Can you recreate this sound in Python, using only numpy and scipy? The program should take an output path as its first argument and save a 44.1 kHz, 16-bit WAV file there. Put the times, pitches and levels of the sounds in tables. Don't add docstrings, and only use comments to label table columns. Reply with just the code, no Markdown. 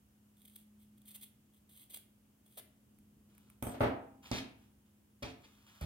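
import sys
import numpy as np
from scipy import signal
from scipy.fft import rfft, irfft
from scipy.io import wavfile
from scipy.ndimage import uniform_filter1d

SR = 44100
rng = np.random.default_rng(int(sys.argv[2]) if len(sys.argv) > 2 else 0)


def unload_audio(sound):
    columns = np.transpose(np.atleast_2d(sound))
    steps = np.round(np.clip(columns, -1, 1) * 32767)
    wavfile.write(sys.argv[1], SR, steps.astype(np.int16))


N = 258108
T = np.arange(N) / SR
TAIL = T[:SR]

# start in seconds, length in seconds, level in dB.
FIBRE_SNAPS = [(0.368, 0.0036, -67), (0.417, 0.0024, -60), (.451, 0.0072, -56), (0.477, 0.0072, -57.5),
               (0.558, 0.0059, -49), (.976, .008, -67), (1.016, 0.0037, -64.5), (1.079, 0.013, -55.5),
               (1.104, .013, -57), (1.145, .02, -48.5), (1.211, 0.0061, -53.5), (1.222, 0.022, -51),
               (1.692, 0.0064, -61.5), (1.898, 0.016, -56), (1.934, 0.0093, -54), (1.942, .0068, -43.5),
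               (1.970, 0.0047, -46.5), (2.461, 0.0069, -68), (2.573, 0.015, -47.5), (2.59, 0.011, -50.5)]
# start in seconds, length in seconds, final level in dB.
BLADE_SQUEEZES = [(.37, 0.24, -67), (1.05, 0.065, -57.5), (1.14, 0.12, -66), (1.69, 0.14, -58.5),
                  (1.9, 0.063, -52.5), (2.45, 0.13, -67)]
PRESS_DB, SQUEEZE_ATTACK_S, SQUEEZE_RELEASE_S = 8, 0.0068, 0.016
# start in seconds, length in seconds, level in dB.
BLADE_OPENINGS = [(.78, 0.053, -72.5), (1.52, 0.058, -76)]
# pitch in Hz, relative level in dB.
CUT_COLOUR = [(300, -38), (1500, -26), (2050, -11), (2550, -8), (3200, 0), (4200, -7), (5300, -15),
              (7300, -11), (8300, -2), (10700, 1), (13000, -1), (16000, -5)]
# pitch in Hz, relative level in dB, seconds to fade by 60 dB.
BLADE_MODES = [(2130, -9, .025), (3360, -5, .025), (8820, -2, .028), (9720, -1, .03), (10650, 0, .035),
               (12600, -6, .02), (13200, -7, .025)]
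# pitch in Hz, relative level in dB.
HANDLE_COLOUR = [(150, -12), (350, 1), (520, 0), (680, 3), (1100, -11), (1550, -6), (1750, -10), (2080, 1),
                 (2600, -9), (5000, -9), (8000, -22)]
CUT_THROUGH_S, HANDLE_DB, HANDLE_RISE_DB_PER_S = 2.7, -8, 12

# time in seconds, relative thud level in dB, relative ring level in dB,
# contact cut-off in Hz, relative level of the sharp tick in dB.
TABLE_KNOCKS = [(3.6252, -28.5, -41.5, 1550, -26.5), (3.6687, -29.5, -41.5, 1440, -36),
                (3.742, -52, -47, 3500, -67), (3.799, -49, -57, 1500, -47),
                (3.8058, -25.5, -25.5, 1880, -46), (3.8130, -24, -45.5, 2430, -36),
                (3.8250, -29, -34.5, 1930, -62), (3.8349, -24.5, -30, 2520, -62),
                (4.3142, -23.5, -39.5, 1160, -44), (5.2238, -39.5, -43.5, 980, -53),
                (5.231, -38, -45.5, 4020, -65), (5.811, -52, -47.5, 1490, -39)]
# time in seconds, relative level in dB.
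BOARD_PUSHES = [(3.813, -29), (5.228, -40.5), (5.815, -27.5), (5.841, -28.5)]
# pitch in Hz, relative level in dB, seconds to fade by 60 dB.
THUD_MODES = [(99, -25, 0.053), (125.4, -11, 0.17), (262, 0.5, 0.049), (470, -23, 0.024),
              (736, -5.5, 0.014)]
# pitch in Hz, relative level in dB, seconds to fade by 60 dB.
RING_MODES = [(116.9, -2.5, 0.4), (160, -13, 0.39), (264.5, -10, 0.95), (334, -1.5, 0.6),
              (418.5, 5.5, 0.11), (461, -17, 0.69), (588, -2.5, 0.29), (644, -16, 0.35), (653, -7, 0.69),
              (635, -11, 0.38), (797, -16, 1), (811, -15.5, 0.5), (912, -19, 1), (900, -16, 0.74),
              (1060, -18.5, 0.31), (1274, -11.5, 0.57), (1680, -32, 0.29)]
# pitch in Hz, relative level in dB.
CLATTER_COLOUR = [(100, -7), (300, 1), (700, 2.5), (1100, -5.5), (1500, -7), (2200, -9), (3500, -12),
                  (5500, -15), (8000, -18.5), (15000, -29)]
# pitch in Hz, relative level in dB.
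TICK_COLOUR = [(800, 2), (3000, 4.5), (5000, -6), (6200, 7.5), (7200, -4.5), (8200, 16.5), (10000, 6),
               (13000, 12.5), (16000, -12)]
# time in seconds, relative level in dB.
NAIL_CLICKS = [(2.987, -56.5), (3.351, -58), (3.38, -50), (3.5006, -48), (5.2277, -48)]
# time in seconds, relative level in dB.
STEEL_CLINKS = [(3.6248, -53), (3.6685, -49), (3.813, -63)]
# pitch in Hz, relative level in dB, seconds to fade by 60 dB.
STEEL_MODES = [(674, 4, 0.17), (708, 5, 0.16), (1250, -4, 0.067), (3180, -2, .06), (8200, -38, .2),
               (8150, -2, 0.2), (8300, -3, 0.14), (12700, -3, .05)]

# time in seconds, level in dB.
HAND_SLAPS = [(4.3150, -9), (5.2260, -23), (5.231, -33)]
# pitch in Hz, relative level in dB.
PALM_COLOUR = [(100, -11), (270, 7.5), (440, -0.5), (520, -8.5), (660, -7), (950, 2.5), (1200, -23.5),
               (2200, -23), (5600, -9), (7400, -22), (8500, -17), (15000, -53)]
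# start in seconds, length in seconds, level in dB.
HAND_WIPES = [(4.25, 0.0082, -52.5), (4.312, .075, -41.5), (5.222, .01, -43), (5.24, 0.069, -57),
              (5.432, 0.023, -61.5), (5.67, 0.037, -68.5), (5.806, 0.029, -53.5)]
WIPE_ATTACK_S, WIPE_RELEASE_S = 0.0062, 0.014
# pitch in Hz, relative level in dB.
SKIN_COLOUR = [(150, 3), (400, 2.5), (900, -4), (1400, -4.5), (2250, 3), (3000, 2), (4500, -2), (6000, -7),
               (7400, -12.5), (8500, -12.5), (11000, -17.5), (15500, -24.5)]
# start in seconds, length in seconds, level in dB.
YARN_RUSTLES = [(3.29, 0.23, -77), (3.67, 0.063, -61.5), (4.221, 0.13, -60.5), (4.57, 0.08, -76),
                (4.85, 0.024, -79.5), (5.4, .25, -72), (5.66, .19, -66.5)]
RUSTLE_ATTACK_S, RUSTLE_RELEASE_S = 0.0084, 0.031
# pitch in Hz, relative level in dB.
YARN_COLOUR = [(500, -8.5), (1000, 1.5), (1400, 3.5), (2100, -4.5), (2900, 3.5), (4200, -4.5), (9000, -7),
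               (15000, -11)]

# pitch in Hz, relative level in dB.
AIR_COLOUR = [(20, -20.5), (40, -8.5), (60, -2.5), (100, -1.5), (150, -7), (260, -5), (400, -15.5),
              (650, -20), (1200, -23), (2200, -27.5), (3000, -25), (4000, -31.5), (9000, -27), (16000, -27)]
# start in seconds, length in seconds, level of the extra rumble in dB against the steady rumble.
EXTRA_RUMBLE = [(2.85, 1.72, -5)]
RUMBLE_GAIN_DB = 0.5
# time in seconds, level in dB.
HUM_LEVEL = [(0, -72), (.8, -63.5), (1.2, -65.5), (1.35, -72), (2.8, -72.5), (3, -67), (4.2, -71.5),
             (5.8, -73)]
# pitch in Hz, seconds to fade by 60 dB.
ROOM_DECAY = [(80, 0.43), (210, 0.59), (560, 0.49), (1500, 0.51), (4000, 0.36), (10000, 0.26), (16000, 0.3)]
TOP_HZ = 15900


def amp(db):
    return 10 ** (np.asarray(db) / 20)


def curve(rows):
    return amp(np.interp(T, *np.transpose(rows)))


def over_pitch(rows, hz):
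    points, values = np.transpose(rows)
    return np.interp(np.log(np.maximum(hz, 1)), np.log(points), values)


def unit(response):
    return response / np.sqrt(np.sum(response ** 2, axis=-1, keepdims=True))


def through(x, response):
    full = signal.fftconvolve(np.atleast_2d(x), np.atleast_2d(response), axes=-1)
    return full[:, :np.shape(x)[-1]]


def colour(rows, size=4096):
    gains = amp(over_pitch(rows, np.fft.rfftfreq(size, 1 / SR)))
    cepstrum = irfft(np.log(gains))
    cepstrum[1:size // 2] *= 2
    cepstrum[size // 2 + 1:] = 0
    return unit(irfft(np.exp(rfft(cepstrum))))


def fade(t60):
    return np.exp(-np.log(1000) * TAIL / t60)


def modes(rows, lead_s=0):
    return sum(amp(db) * fade(t60) * np.sin(2 * np.pi * hz * (TAIL + lead_s)) for hz, db, t60 in rows)


def blows(rows):
    force = np.zeros(N)
    for s, db in rows:
        force[int(s * SR)] += amp(db)
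    return force


def crackle(scatter_db):
    sizes = amp(scatter_db * np.minimum(rng.exponential(size=N), 5))
    slips = rng.standard_normal(N) * sizes
    return slips / slips.std()


def motions(rows, attack_s, release_s, growth_db=0):
    gain = np.zeros(N)
    for s, length, db in rows:
        onset = np.clip((T - s) / attack_s, 0, 1)
        left = np.clip(1 - (T - s) / length, 0, 1)
        release = np.exp(-np.clip((T - s - length) / release_s, 0, 20))
        gain += onset * amp(db - growth_db * left) * release
    return gain


def glance(x, spread_s, count=48):
    hz = np.fft.rfftfreq(SR, 1 / SR)
    delays = spread_s * (.5 + rng.exponential(size=(2, count)))
    lags = [np.interp(hz, np.linspace(0, hz[-1], count), row) for row in delays]
    response = irfft(np.exp(-2j * np.pi * np.cumsum(lags, axis=1)), SR)
    return through(x, unit(response[:, :SR // 20]))


def diffuse(size, apart_hz=750):
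    mid, side = rfft(rng.standard_normal((2, size)))
    width = np.clip(np.fft.rfftfreq(size, 1 / SR) / apart_hz, .15, 1)
    both = np.array([mid + width * side, mid - width * side])
    return irfft(both / np.sqrt(1 + width ** 2), size)


def reverb():
    noise, hz = rfft(diffuse(SR)), np.fft.rfftfreq(SR, 1 / SR)
    centres = np.geomspace(32, 16384, 10)
    tail = 0
    for centre, row in zip(centres, np.eye(len(centres))):
        share = over_pitch(np.c_[centres, row], hz)
        tail = tail + irfft(noise * share, SR) * fade(over_pitch(ROOM_DECAY, centre))
    return unit(tail)


def room(x, early_db, wet_db, pan_db, left_late=0):
    early = unit(diffuse(SR) * fade(.008))
    late = unit(reverb() * (1 - fade(0.027)))
    response = amp(early_db) * early + amp(wet_db) * late
    response[0, left_late] += 1
    response[1, 0] += 1
    sides = amp([[pan_db / 2], [-pan_db / 2]])
    return through(x, unit(response)) * sides


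def snapping():
    bite = np.zeros(N)
    for s, length, db in FIBRE_SNAPS:
        place = 2 * (T - s) / length - 1
        bite += amp(db) * np.exp(-place ** 4 / 2)
    return bite


def blade_friction():
    closing = motions(BLADE_SQUEEZES, SQUEEZE_ATTACK_S, SQUEEZE_RELEASE_S, PRESS_DB)
    opening = motions(BLADE_OPENINGS, attack_s=0.023, release_s=.02)
    steps = np.repeat(rng.standard_normal(N // 128 + 1), 128)
    catching = uniform_filter1d(steps, 64)[:N]
    return (closing + opening) * amp(3.5 * catching)


def scissors():
    bite = snapping()
    effort = np.hypot(bite, blade_friction())
    crunch = through(effort * crackle(scatter_db=2.5), colour(CUT_COLOUR))
    steel = amp(-8) * through(effort * crackle(scatter_db=3), unit(modes(BLADE_MODES)))
    shake = bite * amp(HANDLE_DB - HANDLE_RISE_DB_PER_S * np.maximum(CUT_THROUGH_S - T, 0))
    handles = through(shake * crackle(scatter_db=1.0), colour(HANDLE_COLOUR))
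    cut = room(glance(crunch + steel, spread_s=.0004), early_db=-18, wet_db=-8, pan_db=-.8)
    return cut + room(handles, early_db=4, wet_db=-0.5, pan_db=7)


def board_thud():
    thud = through(blows([row[:2] for row in TABLE_KNOCKS]), -modes(THUD_MODES))
    flex = through(blows(BOARD_PUSHES), -modes([(79.0, -4.0, 0.2), (149.9, -13.0, 0.41)]))
    return room(thud + flex, early_db=-10, wet_db=-4.0, pan_db=0.0, left_late=6)


def board_ring():
    push = np.zeros(N)
    for s, _, ring_db, contact_hz, _ in TABLE_KNOCKS:
        softness = signal.butter(2, contact_hz, fs=SR, output="sos")
        push += signal.sosfilt(softness, blows([(s, ring_db)]))
    sides = np.array([modes(RING_MODES, lead_s=-0.00019), modes(RING_MODES, lead_s=0.000056)])
    ring = amp(-10.5) * through(push, sides)
    dense = unit(reverb() + amp(-12.5) * unit(diffuse(SR) * fade(0.13)))
    clatter = amp(28.5) * through(through(push, colour(CLATTER_COLOUR)), dense)
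    return clatter - ring


def ticks():
    crack = through(rng.standard_normal(SR) * fade(.007), colour(TICK_COLOUR))
    table = through(blows([(row[0], row[-1]) for row in TABLE_KNOCKS]), crack)
    nails = through(blows(NAIL_CLICKS), crack)
    table_in_room = room(table, early_db=16, wet_db=16.5, pan_db=-3.0)
    return table_in_room + room(nails, early_db=0, wet_db=-6, pan_db=0)


def clinks():
    clink = through(blows(STEEL_CLINKS), modes(STEEL_MODES))
    return room(clink, early_db=21.5, wet_db=14, pan_db=6.5)


def slaps():
    slap = through(blows(HAND_SLAPS), colour(PALM_COLOUR))
    return room(slap, early_db=9, wet_db=2.5, pan_db=-2.5, left_late=1)


def rubbing():
    slips = motions(HAND_WIPES, WIPE_ATTACK_S, WIPE_RELEASE_S) * crackle(scatter_db=3)
    skin = through(slips, colour(SKIN_COLOUR))
    strands = motions(YARN_RUSTLES, RUSTLE_ATTACK_S, RUSTLE_RELEASE_S) * crackle(scatter_db=5.5)
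    yarn = through(strands, colour(YARN_COLOUR))
    return room(glance(skin + yarn, spread_s=0.000521), early_db=-17, wet_db=-4.5, pan_db=0)


def appliance_hum():
    drift = np.interp(T, np.linspace(0, T[-1], 40), rng.standard_normal(40))
    upper = np.sin(2 * np.pi * np.cumsum(208.8 + .9 * drift) / SR)
    lower = np.sin(2 * np.pi * np.cumsum(119 + 1.2 * drift) / SR)
    return curve(HUM_LEVEL) * np.sqrt(2) * upper + amp(-79.5) * lower


def room_air():
    air = amp(-70.0) * through(diffuse(N), colour(AIR_COLOUR))
    rumble = signal.sosfiltfilt(signal.butter(2, 500, fs=SR, output="sos"), air)
    hiss = air - rumble
    swell = 1 + motions(EXTRA_RUMBLE, attack_s=.02, release_s=.15)
    return amp(RUMBLE_GAIN_DB) * swell * rumble + hiss


def scene():
    table = board_thud() + board_ring() + ticks() + clinks()
    hand = slaps() + rubbing()
    return scissors() + table + hand + appliance_hum() + room_air()


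def record(dry):
    lean = signal.sosfilt(signal.butter(4, 44, "high", fs=SR, output="sos"), dry)
    return signal.sosfilt(signal.ellip(10, .2, 80, TOP_HZ, fs=SR, output="sos"), lean)


dry = scene()
out = record(dry)
unload_audio(out)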